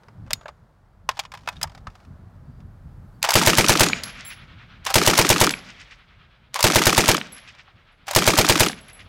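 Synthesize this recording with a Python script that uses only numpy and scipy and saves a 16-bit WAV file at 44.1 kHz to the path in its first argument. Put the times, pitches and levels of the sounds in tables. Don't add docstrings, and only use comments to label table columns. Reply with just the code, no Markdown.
import sys
import numpy as np
from scipy import signal
from scipy.fft import rfft, irfft
from scipy.io import wavfile
from scipy.ndimage import uniform_filter1d

SR = 44100
rng = np.random.default_rng(int(sys.argv[2]) if len(sys.argv) > 2 else 0)


def dump(signal):
    limited = np.clip(np.atleast_2d(signal).T, -1, 1)
    pcm = np.round(limited * 32767).astype(np.int16)
    wavfile.write(sys.argv[1], SR, pcm)


def voltage_ratio(decibels):
    exponent = np.asarray(decibels, float) / 20
    return 10 ** exponent


N = 400428


def place(times, rows):
    out = np.zeros(N + SR + rows.shape[1])
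    for s, row in zip(times, rows):
        i = int(s * SR)
        out[i:i + len(row)] += row
    return out[:N]


def columns(table):
    return np.array(table).T[:, :, None]


def decay(t, t60_s):
    return np.exp(-3 * np.log(10) * t / t60_s)


def sine(cycles):
    return np.sin(2 * np.pi * cycles)


def band(x, hz, width_hz):
    return signal.lfilter(*signal.iirpeak(min(hz, .4 * SR), hz / width_hz, SR), x)


def band3(x, hz, width_hz):
    return band(band(band(x, hz, width_hz), hz, width_hz), hz, width_hz)


def lowpass(x, hz):
    return signal.sosfilt(signal.butter(4, hz, fs=SR, output="sos"), x)


def colour(x, points):
    hz, db = np.transpose(points)
    f = np.fft.rfftfreq(x.shape[-1], 1 / SR) + 1
    gain = voltage_ratio(np.interp(np.log(f), np.log(hz), db))
    y = irfft(rfft(x) * gain, x.shape[-1])
    return y / y.std()


def walk(rate_hz):
    k = int(SR / rate_hz)
    held = np.repeat(rng.standard_normal(N // k + 1), k)
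    return uniform_filter1d(uniform_filter1d(held, k), k)[:N]


def curve(points):
    return np.interp(np.arange(N) / SR, *np.transpose(points))


def ends():
    shots = np.array(SHOTS).reshape(len(BURSTS), -1, len(SHOTS[0]))
    return shots[:, 0], shots[:, -1]


# time_s, level_db
WIND_LEVEL = [(0, -60.5), (.2, -44), (.36, -45), (.42, -52), (.8, -61.5), (1.05, -51), (1.2, -56.5),
              (1.6, -50.5), (1.88, -44.5), (1.97, -56.5), (2.1, -42.5), (2.26, -48.5), (2.55, -45),
              (4, -48), (4.84, -49.5), (5.6, -56.5), (7.5, -59.5), (9.08, -53)]
# freq_hz, density_db
WIND_SPECTRUM = [(12, -32.5), (35, -9.5), (90, 0), (157, -4), (280, -18), (450, -30.5), (580, -65.5),
                 (990, -120)]
DEEP_HZ, DEEP_WIDTH_HZ, DEEP_DB, DEEP_SHARE = 36, 30, -9, .85


def wind():
    gust_db = curve(WIND_LEVEL)
    lumps = voltage_ratio(gust_db + 3.5 * walk(30)) * colour(rng.standard_normal(N), WIND_SPECTRUM)
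    deep = band(band(rng.standard_normal(N), DEEP_HZ, DEEP_WIDTH_HZ), DEEP_HZ, DEEP_WIDTH_HZ)
    deep_db = DEEP_DB + DEEP_SHARE * gust_db + 3 * walk(7.3)
    return lumps + voltage_ratio(deep_db) * deep / deep.std()


# time_s, level_db
HUM_LEVEL = [(0, -59.5), (.89, -64), (1.9, -59.5), (4.8, -62), (6, -66.5), (8, -65.5), (9.08, -59.5)]
# freq_hz, density_db
HUM_SPECTRUM = [(180, -24.5), (300, -11), (607, -6), (1400, -10.5), (2610, -26), (4770, -29), (6000, -33.5),
                (16000, -42)]
ROLL_DB, ROLL_T60_S, ROLL_SHARE = -37, 0.79, 0.54


def hum():
    last = ends()[1]
    fade = decay(np.arange(SR) / SR, ROLL_T60_S)
    roll = place(last[:, 0], voltage_ratio(ROLL_DB + ROLL_SHARE * last[:, 1:2]) * fade)
    level = voltage_ratio(curve(HUM_LEVEL) + 0.9 * walk(4.6)) + roll
    return level * colour(rng.standard_normal(N), HUM_SPECTRUM)


# time_s, level_db
HISS_LEVEL = [(0, -92.5), (2, -87.5), (3.2, -73), (3.4, -100), (9.08, -100)]


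def hiss():
    return voltage_ratio(curve(HISS_LEVEL)) * band(rng.standard_normal(N), 11000, 9000)


# freq_hz, width_hz, gain_db
RECEIVER = [(2350, 1300, 3), (3500, 200, 0), (4730, 840, -3), (4800, 730, -4), (6975, 2300, 0.5),
            (10600, 1700, -20.5)]
RATTLE_DB, RATTLE_T60_S = -30.5, 0.13


def knocks(rows, low_gain_db, mid_gain_db, high_gain_db):
    s, mid_db, low_db, low_hz, high_db, t60_s = columns(rows)
    t = np.arange(8192) / SR
    noise = rng.standard_normal((len(rows), 3, len(t)))
    fade = decay(t, np.clip(t60_s, .005, .2)) + voltage_ratio(RATTLE_DB) * decay(t, RATTLE_T60_S)
    fade = fade * np.minimum(t / (0.053 * t60_s), 1)

    hollow = band(band(band(noise[:, 0], 1000, 1300), 1000, 1300), 1050, 1600)
    low = voltage_ratio(low_db) * fade ** 0.73 * (0.58 * sine(low_hz * t) + 3.3 * hollow)
    low = place(s[:, 0], low)

    mid = place(s[:, 0], voltage_ratio(mid_db) * fade * noise[:, 1])
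    ring = sum(voltage_ratio(db) * band(mid, hz, width_hz) for hz, width_hz, db in RECEIVER[:4])
    mid = band(band(mid, 2000, 2900) + ring, 3200, 5400)
    mid = band(mid, 3000, 6000)

    high = place(s[:, 0], voltage_ratio(high_db) * fade ** 1.215 * noise[:, 2])
    ring = sum(voltage_ratio(db) * band(high, hz, width_hz) for hz, width_hz, db in RECEIVER[3:])
    high = band(band(high, 12000, 12000) + ring, 5000, 9000)
    return voltage_ratio(low_gain_db) * low + voltage_ratio(mid_gain_db) * mid + voltage_ratio(high_gain_db) * high


# time_s, mid_db, low_db, low_hz, high_db
CLACKS = [(0.306, -14, -27, 620, -30.5), (0.4563, -38.5, -30, 606.3, -60.5),
          (.4809, -26, -36, 648.5, -55.5), (0.4892, -33.5, -39, 590, -59), (1.0894, -7, -17.5, 1055, -26),
          (1.1113, -23, -51, 969, -48.5), (1.1914, -11, -25.5, 804, -25), (1.1958, -9, -34.5, 980, -31),
          (1.251, -25, -38.5, 1017, -62.5), (1.338, -25.5, -33, 827, -43.5), (1.474, -14, -22, 1353, -37.5),
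          (1.4866, -15, -27, 980, -30), (1.6132, -16.5, -32, 994, -32), (1.6292, -9.5, -32, 970, -16),
          (1.64, -23.5, -27.5, 900, -50.5), (1.8689, -24.5, -31.5, 1300, -62),
          (7.5487, -35, -54, 1448, -95.5), (7.679, -71, -47.5, 778, -84)]
CLACK_T60_S = 0.031
# time_s, mid_db, low_db, low_hz, high_db, t60_s
LATCH = (.3318, -5, -48, 996, -10, .016)
# time_s, level_db
TICKS_OUT = [(.0332, -43), (.083, -39.5), (.2633, -44.5), (.2725, -46), (.2783, -44), (.3, -44.5),
             (.321, -41), (.38, -52.5), (.355, -45), (.3914, -48.5), (.4105, -37), (.4224, -50.5),
             (.4314, -42.5)]
# time_s, level_db
TICKS_IN = [(1.15, -42), (1.1693, -27.5), (1.1746, -29), (1.2352, -32.5), (1.3179, -24), (1.3487, -26),
            (1.373, -30.5), (1.389, -40), (1.407, -44), (1.4336, -43.5), (1.4587, -38.5), (1.504, -39.5),
            (1.5195, -40.5), (1.5255, -31.5), (1.537, -43), (1.557, -41.5), (1.5665, -38), (1.672, -32.5),
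            (1.6955, -34.5), (1.7175, -38), (1.7483, -29.5), (1.7757, -34), (1.9, -41.5), (1.9522, -35),
            (2.001, -43.5), (2.048, -42.5), (2.6024, -44)]
# low_db, low_hz, high_db, t60_s
EMPTY = (-6, 640, -26, .028)
FULL = (-13, 1000, -24, .034)


def hands():
    rows = [(*row, CLACK_T60_S) for row in CLACKS] + [LATCH]
    for ticks, (low_db, low_hz, high_db, t60_s) in ((TICKS_OUT, EMPTY), (TICKS_IN, FULL)):
        for s, db in ticks:
            hz = low_hz * rng.uniform(0.66, 1.1)
            rows.append((s, db, db + low_db, hz, db + high_db, t60_s))
    return knocks(rows, 5.47, -9.0, 1.7)


# time_s, peak_db, freq_hz
BUFFETS = [(.185, -35, 79.8), (.25, -37, 130), (.33, -36, 120), (.495, -44.5, 69.6), (.62, -44, 109.9),
           (1.535, -42, 65), (1.655, -34, 75), (1.87, -41.5, 109.9), (2.1, -30.5, 100.8),
           (2.49, -33.5, 124.4), (2.595, -34.5, 99.7), (2.845, -32.5, 75), (2.97, -34.5, 90)]
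BUFFET_CYCLES, BUFFET_EDGE_DB = .8, -6


def buffets():
    s, db, hz = columns(BUFFETS)
    cycles = np.arange(4096) / SR * hz
    swing = sine(cycles) + voltage_ratio(BUFFET_EDGE_DB) * sine(1.9 * cycles)
    age = cycles / BUFFET_CYCLES
    return place(s[:, 0], voltage_ratio(db - 2.5) * swing * age * np.exp(1 - age))


# freq_hz, t60_s
SHEET = [(620, .07), (1790, 0.057), (2100, 0.027), (2540, 0.046), (2920, 0.035), (3305, .034),
         (3700, 0.034), (4250, 0.027), (4700, .022), (5044, .028), (5335, 0.019), (6300, .025),
         (6900, .016), (8100, .014)]
# time_s, level_db, favoured_hz, spread_octaves
BLOWS = [(.457, -36, 620, .3), (.482, -40, 620, .3), (1.0905, -36, 620, .3), (1.194, -40, 620, .3),
         (.308, -33, 2600, 0.63), (0.3319, -21.5, 5500, 0.76), (1.0898, -25.5, 2800, 1.07),
         (1.192, -29.5, 3500, .8), (1.1965, -30.5, 4200, 0.63), (1.2515, -42.5, 2900, 0.44),
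         (1.339, -39.5, 2400, 0.62), (1.4748, -29, 1800, 0.82), (1.488, -31, 2600, 0.68),
         (1.566, -46, 3600, .3), (1.614, -34.5, 2200, 0.54), (1.63, -20, 5100, 0.326),
         (1.8689, -37.5, 1600, .6), (4.035, -25.5, 5500, 0.37)]


def sheet():
    s, db, favoured_hz, spread = columns(BLOWS)
    t, out = np.arange(4096) / SR, 0
    chance = rng.standard_normal((len(BLOWS), len(SHEET), 2, 1))
    for k, (hz, t60_s) in enumerate(SHEET):
        off = np.log2(hz / favoured_hz) / spread
        size = voltage_ratio(db - 6 * off ** 2 + 3 * chance[:, k, 0])
        detuned_hz = hz * (1 + 0.0071 * chance[:, k, 1])
        out = out + size * sine(detuned_hz * t) * decay(t, t60_s)
    return place(s[:, 0], out * np.minimum(t / .0006, 1))


# time_s, level_db, freq_hz, t60_s
PING = [(.345, -55, 6790, .4), (1.2, -66, 6790, .4), (1.632, -73.5, 6790, .4), (3.866, -30, 6790, .4),
        (5.468, -50, 6790, .4), (5.5075, -36, 7950, .13), (7.146, -66.5, 6790, .4),
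        (8.664, -57.5, 6790, .4)]


def pings():
    s, db, hz, t60_s = columns(PING)
    t = np.arange(16384) / SR
    return voltage_ratio(1.5 * walk(60)) * place(s[:, 0], voltage_ratio(db) * sine(hz * t) * decay(t, t60_s))


# freq_hz, density_db
SCRAPE = [(350, -26), (600, 1.5), (4480, -4), (6000, -3.5), (7800, -9.5), (14400, -18), (15800, -29),
          (16500, -45)]


def scrape(count, size):
    chance = rng.standard_normal((2, count, size))
    grain_db = 3.57 * 9.7 * uniform_filter1d(chance[0], size=64)
    return voltage_ratio(grain_db) * colour(chance[1], SCRAPE)


# start_s, end_s, level_db
SLIDES = [
    (0.346, .44, -70.5),
    (1.106, 1.264, -60),
    (1.326, 1.473, -64.5),
    (1.495, 1.63, -61.5),
    (1.632, 1.821, -70),
    (1.878, 2.067, -70),
]
TAKE_UP_S = .014


def slides():
    rows = [(go - TAKE_UP_S, shot, db) for (go, *_, db), shot in zip(BURSTS, ends()[0][:, 0])]
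    rows += list(SLIDES)
    start, end, db = columns(rows)
    t = np.arange(8192) / SR
    shape = np.clip(np.minimum(t / 0.022, (end - start - t) / .004), 0, 1) ** 2
    return band(place(start[:, 0], voltage_ratio(db) * shape * scrape(len(rows), len(t))), 2200, 5000)


# start_s, length_s, from_hz, to_hz, level_db
BIRD = [
    (2.418, 0.238, 4540, 4900, -78.5),
    (2.773, 0.061, 4300, 4250, -86.5),
    (3.132, 0.048, 4710, 4500, -73),
    (4.691, .055, 5460, 6260, -73),
    (4.74, 0.041, 6350, 4610, -76),
]


def bird():
    s, length_s, from_hz, to_hz, db = columns(BIRD)
    part = np.minimum(np.arange(10000) / SR / length_s, 1)
    cycles = np.cumsum(from_hz + (to_hz - from_hz) * part, axis=1) / SR
    return place(s[:, 0], voltage_ratio(db) * np.sin(np.pi * part) * sine(cycles))


# sear_s, sear_db, feed_db, caught_db, slide_db
BURSTS = [
    (3.228, 10, 2.5, -3.5, -34),
    (4.851, -6, 0, -0.5, -35),
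    (6.5425, 2.5, -2, -3, -35.5),
    (8.0686, -15, -7, -3.5, -39.5),
]
CAUGHT_S = [3.8635, 5.467, 7.1444, 8.6617]
# mid_db, low_db, high_db, t60_s
FEED = [
    (-9.5, -15.5, -24.5, .05),
    (-13, -15, -25, 0.054),
    (-4.5, -15, -14.5, 0.028),
]
# first_s, second_s, third_s
FEED_S = [(3.2454, 3.2873, 3.305), (4.863, 4.901, 4.94), (6.557, 6.589, 6.605), (8.0794, 8.1083, 8.11)]
# mid_db, low_db, high_db, t60_s
SEAR = (-13.5, -32, -21.5, 0.0151)
# mid_db, low_db, high_db, t60_s
CATCH = (-3, -28.5, -11.5, 0.01)
# time_s, mid_db, low_db, high_db
STRAYS = [(3.2185, -32, -42, -62), (3.2393, -7, -11.5, -26), (3.2717, -22.5, -22, -39),
          (3.2884, -5, -17.5, -20.5), (3.318, -12.5, -16, -21), (3.333, -8, -21, -27),
          (3.392, -10.5, -23, -21), (3.4256, -14, -12, -22.5), (4.0343, -17, -45, -27),
          (4.8715, -13, -22, -32.5), (4.886, -25, -23.5, -37), (4.895, -19.5, -29, -37.5),
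          (8.086, -20.5, -24, -35), (5.5063, -12.5, -29, -24.5), (6.552, -18.5, -29.5, -38),
          (6.6755, -8, -25.5, -30), (8.1325, -18, -23.5, -28.5)]
STRAY_T60_S = .036
LOCK_LOW_DB, LOCK_HIGH_DB, LOCK_T60_S = -18.5, -5, .03
BOLT_RING_HZ = 666


def bolt():
    def shifted(s, gain_db, kind):
        *levels_db, t60_s = kind
        return (s, *(gain_db + np.array(levels_db)), t60_s)

    rows = [(s - lead_s, db, db + LOCK_LOW_DB, db + LOCK_HIGH_DB, LOCK_T60_S)
            for s, _, lead_s, db in SHOTS]
    rows += [(*row, STRAY_T60_S) for row in STRAYS]
    for (go, sear_db, feed_db, caught_db, _), met, caught in zip(BURSTS, FEED_S, CAUGHT_S):
        rows += [shifted(go, sear_db, SEAR), shifted(caught, caught_db, CATCH)]
        rows += [shifted(s, feed_db, kind) for s, kind in zip(met, FEED)]
    low_hz = BOLT_RING_HZ * rng.uniform(.85, 1.55, len(rows))
    return knocks(np.insert(rows, 3, low_hz, axis=1), 0.1, -7.5, 2.9)


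# time_s, far_db, lock_lead_s, lock_db
SHOTS = [(3.354, 12, 0.01584, -3.5), (3.472, 8.5, 0.0104, -4), (3.583, 5, .0102, -7),
         (3.6934, 6.5, 0.0103, -3.5), (3.8058, 8.5, 0.0108, -4.5), (4.9556, 5, 0.014, -4.5),
         (5.0741, -1.5, 0.01164, -4.5), (5.1876, 3.5, 0.0114, -3.5), (5.301, 2, 0.0111, -2.5),
         (5.4124, -1, 0.0097, -4), (6.6407, 5.5, 0.01404, -3.5), (6.7572, -3.5, 0.0103, -7.5),
         (6.8675, 0.5, 0.01244, -4.5), (6.9782, 1, .0101, -10.5), (7.0874, -4.5, 0.00795, -6),
         (8.1611, 6.5, 0.0122, -4.5), (8.2754, -5, 0.0104, -7), (8.3859, -4, 0.0097, -7),
         (8.496, -3, 0.0091, -4), (8.6045, -14, 0.0083, -4)]
# freq_hz, level_db, t60_s
SWINGS = [(65, 7.5, 0.038), (109.1, 16, 0.0376), (229, 13, 0.0408), (356.04, 12.5, 0.048),
          (620, 19, 0.0288), (900, 22.5, 0.018)]
JET_DB, JET_T60_S, JET_HZ, JET_WIDTH_HZ = 27.5, 0.03455, 2030, 3000
SHOCK_DB, SHOCK_S = 17, .0014


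def blasts():
    t = np.arange(2048) / SR
    swing = sum(-voltage_ratio(db) * sine(hz * t) * decay(t, t60_s) for hz, db, t60_s in SWINGS)
    jet = band(rng.standard_normal((len(SHOTS), len(t))), JET_HZ, JET_WIDTH_HZ)
    wave = swing + voltage_ratio(JET_DB) * jet * decay(t, JET_T60_S)
    wave = wave * np.minimum(t / 0.0006, 1)
    wave = wave + voltage_ratio(SHOCK_DB) * np.sin(np.pi * np.minimum(t / SHOCK_S, 1))
    return place(np.array(SHOTS)[:, 0], .2 * wave)


# after_shot_s, cycling_db, caught_db, t60_s
STROKES = [
    (0, -15.5, -21.5, .08),
    (.028, -17, -14.5, 0.041),
    (.035, -30, -29.5, 0.27),
    (.063, -25.5, -57.5, 0.13),
    (0.1, -24, -45, .09),
]
STROKE_RISE_S = 0.027
PISTON_DELAY_S, PISTON_HZ, PISTON_DB, PISTON_T60_S = .035, 4950, -29, .06


def action():
    s, t = np.array(SHOTS)[:, 0], np.arange(8192) / SR
    when, cycling_db, caught_db, t60_s = columns(STROKES)
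    slope = np.where(t > when, (t - when) / t60_s, (when - t) / STROKE_RISE_S)
    stroke = decay(slope, 1) * (t < .14)
    cycling = (voltage_ratio(cycling_db) * stroke).sum(axis=0)
    caught = (voltage_ratio(caught_db) * stroke).sum(axis=0)
    last = np.diff(s, append=99)[:, None] > .5
    size = voltage_ratio(PISTON_DB + 2.5 * rng.standard_normal((len(s), 1)))
    since = t - PISTON_DELAY_S
    ring = size * sine(PISTON_HZ * np.maximum(since, 0)) * decay(since, PISTON_T60_S)
    return place(s, np.where(last, caught, cycling) * scrape(len(s), len(t)) + ring)


# delay_s, peak_db, freq_hz, t60_s, loose_share
ECHOES = [(.0035, -20, 80, .08, 0), (0.0138, -18, 200, 0.04, 0.1), (0.0182, -2.5, 620, 0.006, 0),
          (.0282, -11.5, 5000, .008, .6), (.0205, -7.5, 563.3, .012, 0), (0.0272, -8.5, 2381, 0.02, 0.3),
          (0.0455, -16.5, 308.7, 0.038, 0.4), (.0603, -4.5, 1261, 0.012, 0.25),
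          (0.0615, -16, 2400, 0.023, 1), (0.068, -15.5, 505.9, 0.0081, .2), (.082, -21.5, 4073, 0.019, 1),
          (0.064, -15.5, 302.6, 0.07, .45), (.0806, -14, 2200, .006, .3), (0.092, -14, 1600, .014, 0.5),
          (.0925, -22.5, 748.8, .03, .4), (.0955, -22, 5000, .008, .8), (0.113, -27.5, 3500, 0.019, .6),
          (.1195, -30, 3293, .012, .6), (.126, -7.5, 2300, .012, .5), (.402, -31, 4800, .011, 0.6),
          (.352, -46.5, 1700, .015, .6), (0.496, -39.5, 2317, 0.06, 0.8), (.505, -38.5, 2010, .06, .9),
          (.515, -42.5, 2489, .07, .9), (0.497, -52, 4300, 0.12, 1), (.545, -53.5, 4980, .015, 0.9)]
# delay_s, peak_db
SLAPS = [
    (.0612, -14),
    (.0807, -5.5),
    (.0818, -13),
    (.084, -16),
]
SLAP_WIDTH_S = .000036
ECHO_SHARE = 0.62
FAR_S, FAR_TOP = .1, 2.1


def echoes():
    s, far_db = np.transpose(SHOTS)[:2]
    t, out = np.arange(4096) / SR, 0
    for delay, db, hz, t60_s, loose in ECHOES:
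        noise = band3(rng.standard_normal((len(s), len(t))), hz, hz * 1.3)
        if delay > FAR_S:
            noise = lowpass(noise, FAR_TOP * hz)
        pulse = (1 - loose) * sine(hz * t) + loose * noise / noise.std()
        share = ECHO_SHARE * (delay > .12)
        size = voltage_ratio(db + share * far_db + 1.2 * rng.standard_normal(len(s)))[:, None]
        rise = 1 - np.exp(-t / (0.044 / hz + 0.0023 * delay))
        out = out + place(s + delay, size * pulse * rise * decay(t, t60_s))
    return out


def slaps():
    s = np.array(SHOTS)[:, 0]
    u = np.arange(64) / SR / SLAP_WIDTH_S - 4
    swing, out = u * np.exp((1 - u ** 2) / 2), 0
    for delay, db in SLAPS:
        chance = rng.standard_normal((len(s), 2))
        out = out + place(s + delay + .0002 * chance[:, 0], voltage_ratio(db + 2 * chance[:, 1:]) * swing)
    return out


# freq_hz, near_db, near_t60_s, far_db, far_t60_s
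FIELD = [(90, -26, 0.18, -62, 0.42), (194.7, -25.5, 0.42, -44.5, 0.97), (380, -26, 0.33, -58, .7),
         (705, -31, 0.17, -64.5, 2.4), (1400, -32.5, 0.2, -54.5, 3.6), (2200, -34, 0.26, -52.5, 3.335),
         (3200, -43.5, 0.6, -54.5, 3.2), (4900, -41, 0.35, -52, 1.7), (7300, -30, 0.17, -55, .9),
         (11000, -42, 0.18, -66, .6)]
EDGE_S, EDGE_DB = .53, -4


def field():
    t, near, far = np.arange(2 * SR) / SR, 0, 0
    patches = walk(30)
    for hz, near_db, near_t60_s, far_db, far_t60_s in FIELD:
        noise = lowpass(band3(rng.standard_normal(len(t)), hz, hz * .75), 1.5 * hz)
        noise = noise / noise.std()
        near = near + voltage_ratio(near_db) * decay(t, near_t60_s) * noise
        patch_db = (4.9 * patches + 4.2 * walk(34))[:len(t)]
        level_db = far_db + EDGE_DB * (t > EDGE_S) + patch_db
        far = far + voltage_ratio(level_db) * decay(t, far_t60_s) * noise
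    s, shot_far_db = np.transpose(SHOTS)[:2]
    return place(s + .008, near + voltage_ratio(shot_far_db)[:, None] * far)


# time_s, pitch_factor, main_db, lower_db, top_db
CASES = [(4.036, 1, -34, -64, -52), (4.249, .997, -39, -49, -58), (4.263, .995, -38.5, -39, -36),
         (5.508, 1, -36, -60, -79), (5.88, 1, -80, -85, -99), (5.975, 1.01, -85.5, -82, -99),
         (7.171, 1, -61, -66, -82), (7.322, 1.007, -37, -50, -78), (7.92, 1.006, -75, -84, -95),
         (8.674, .99, -36, -61, -75), (8.807, 1.006, -51.5, -59, -76), (8.881, 1.007, -50, -63, -80),
         (8.931, 1.007, -45, -53, -85)]
# freq_hz, t60_s, pitch_power
BRASS = [(7640, 0.14, 4), (10330, 0.26, 1), (11120, 0.25, 1), (15700, .17, 1)]
TUMBLE_HZ, TUMBLE_DEPTH, CASE_TICK_DB = 42, .55, -7


def cases():
    s, pitch, main_db, lower_db, top_db = columns(CASES)
    t = np.arange(16384) / SR
    chance = rng.random((len(CASES), len(BRASS), 2, 1))
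    tick = band(rng.standard_normal((len(CASES), len(t))), 12000, 7000) * decay(t, 0.01205)
    out = voltage_ratio(main_db + CASE_TICK_DB) * tick
    levels_db = (lower_db, lower_db - 2.0, main_db, top_db)
    for k, ((hz, t60_s, power), db) in enumerate(zip(BRASS, levels_db)):
        tumble_hz = TUMBLE_HZ * (0.8 + .8 * chance[:, k, 0])
        throb = 1 + TUMBLE_DEPTH * sine(tumble_hz * t + chance[:, k, 1])
        out += voltage_ratio(db) * throb * sine(hz * pitch ** power * t) * decay(t, t60_s)
    return place(s[:, 0], out)


def scene():
    air = wind() + hum() + hiss() + buffets()
    magazines = hands() + sheet() + pings() + slides()
    gun = bolt() + blasts() + action() + echoes() + slaps() + field() + cases()
    return (air + magazines + bird() + gun)[None]


def roll_off(x):
    return signal.sosfilt(signal.butter(12, 16970, fs=SR, output="sos"), x)


# after_shot_s, top, bottom (full scale 1)
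LIMITS = [(0, .4, .5), (.003, .3, .54), (.008, .22, .53), (.013, .27, .44), (.03, .42, .42),
          (.055, .62, .62)]


def record(dry):
    x = signal.sosfilt(signal.butter(2, 40, "high", fs=SR, output="sos"), dry)
    t, s = np.arange(N) / SR, np.array(SHOTS)[:, 0]
    since = t - np.append(-1, s)[np.searchsorted(s, t)]
    when, top, bottom = np.transpose(LIMITS)
    x = np.clip(x, -np.interp(since, when, bottom), np.interp(since, when, top))
    mix = signal.sosfilt(signal.ellip(8, .2, 60, 15900, fs=SR, output="sos"), x)
    return roll_off(mix)


dry = scene()
out = record(dry)
dump(out)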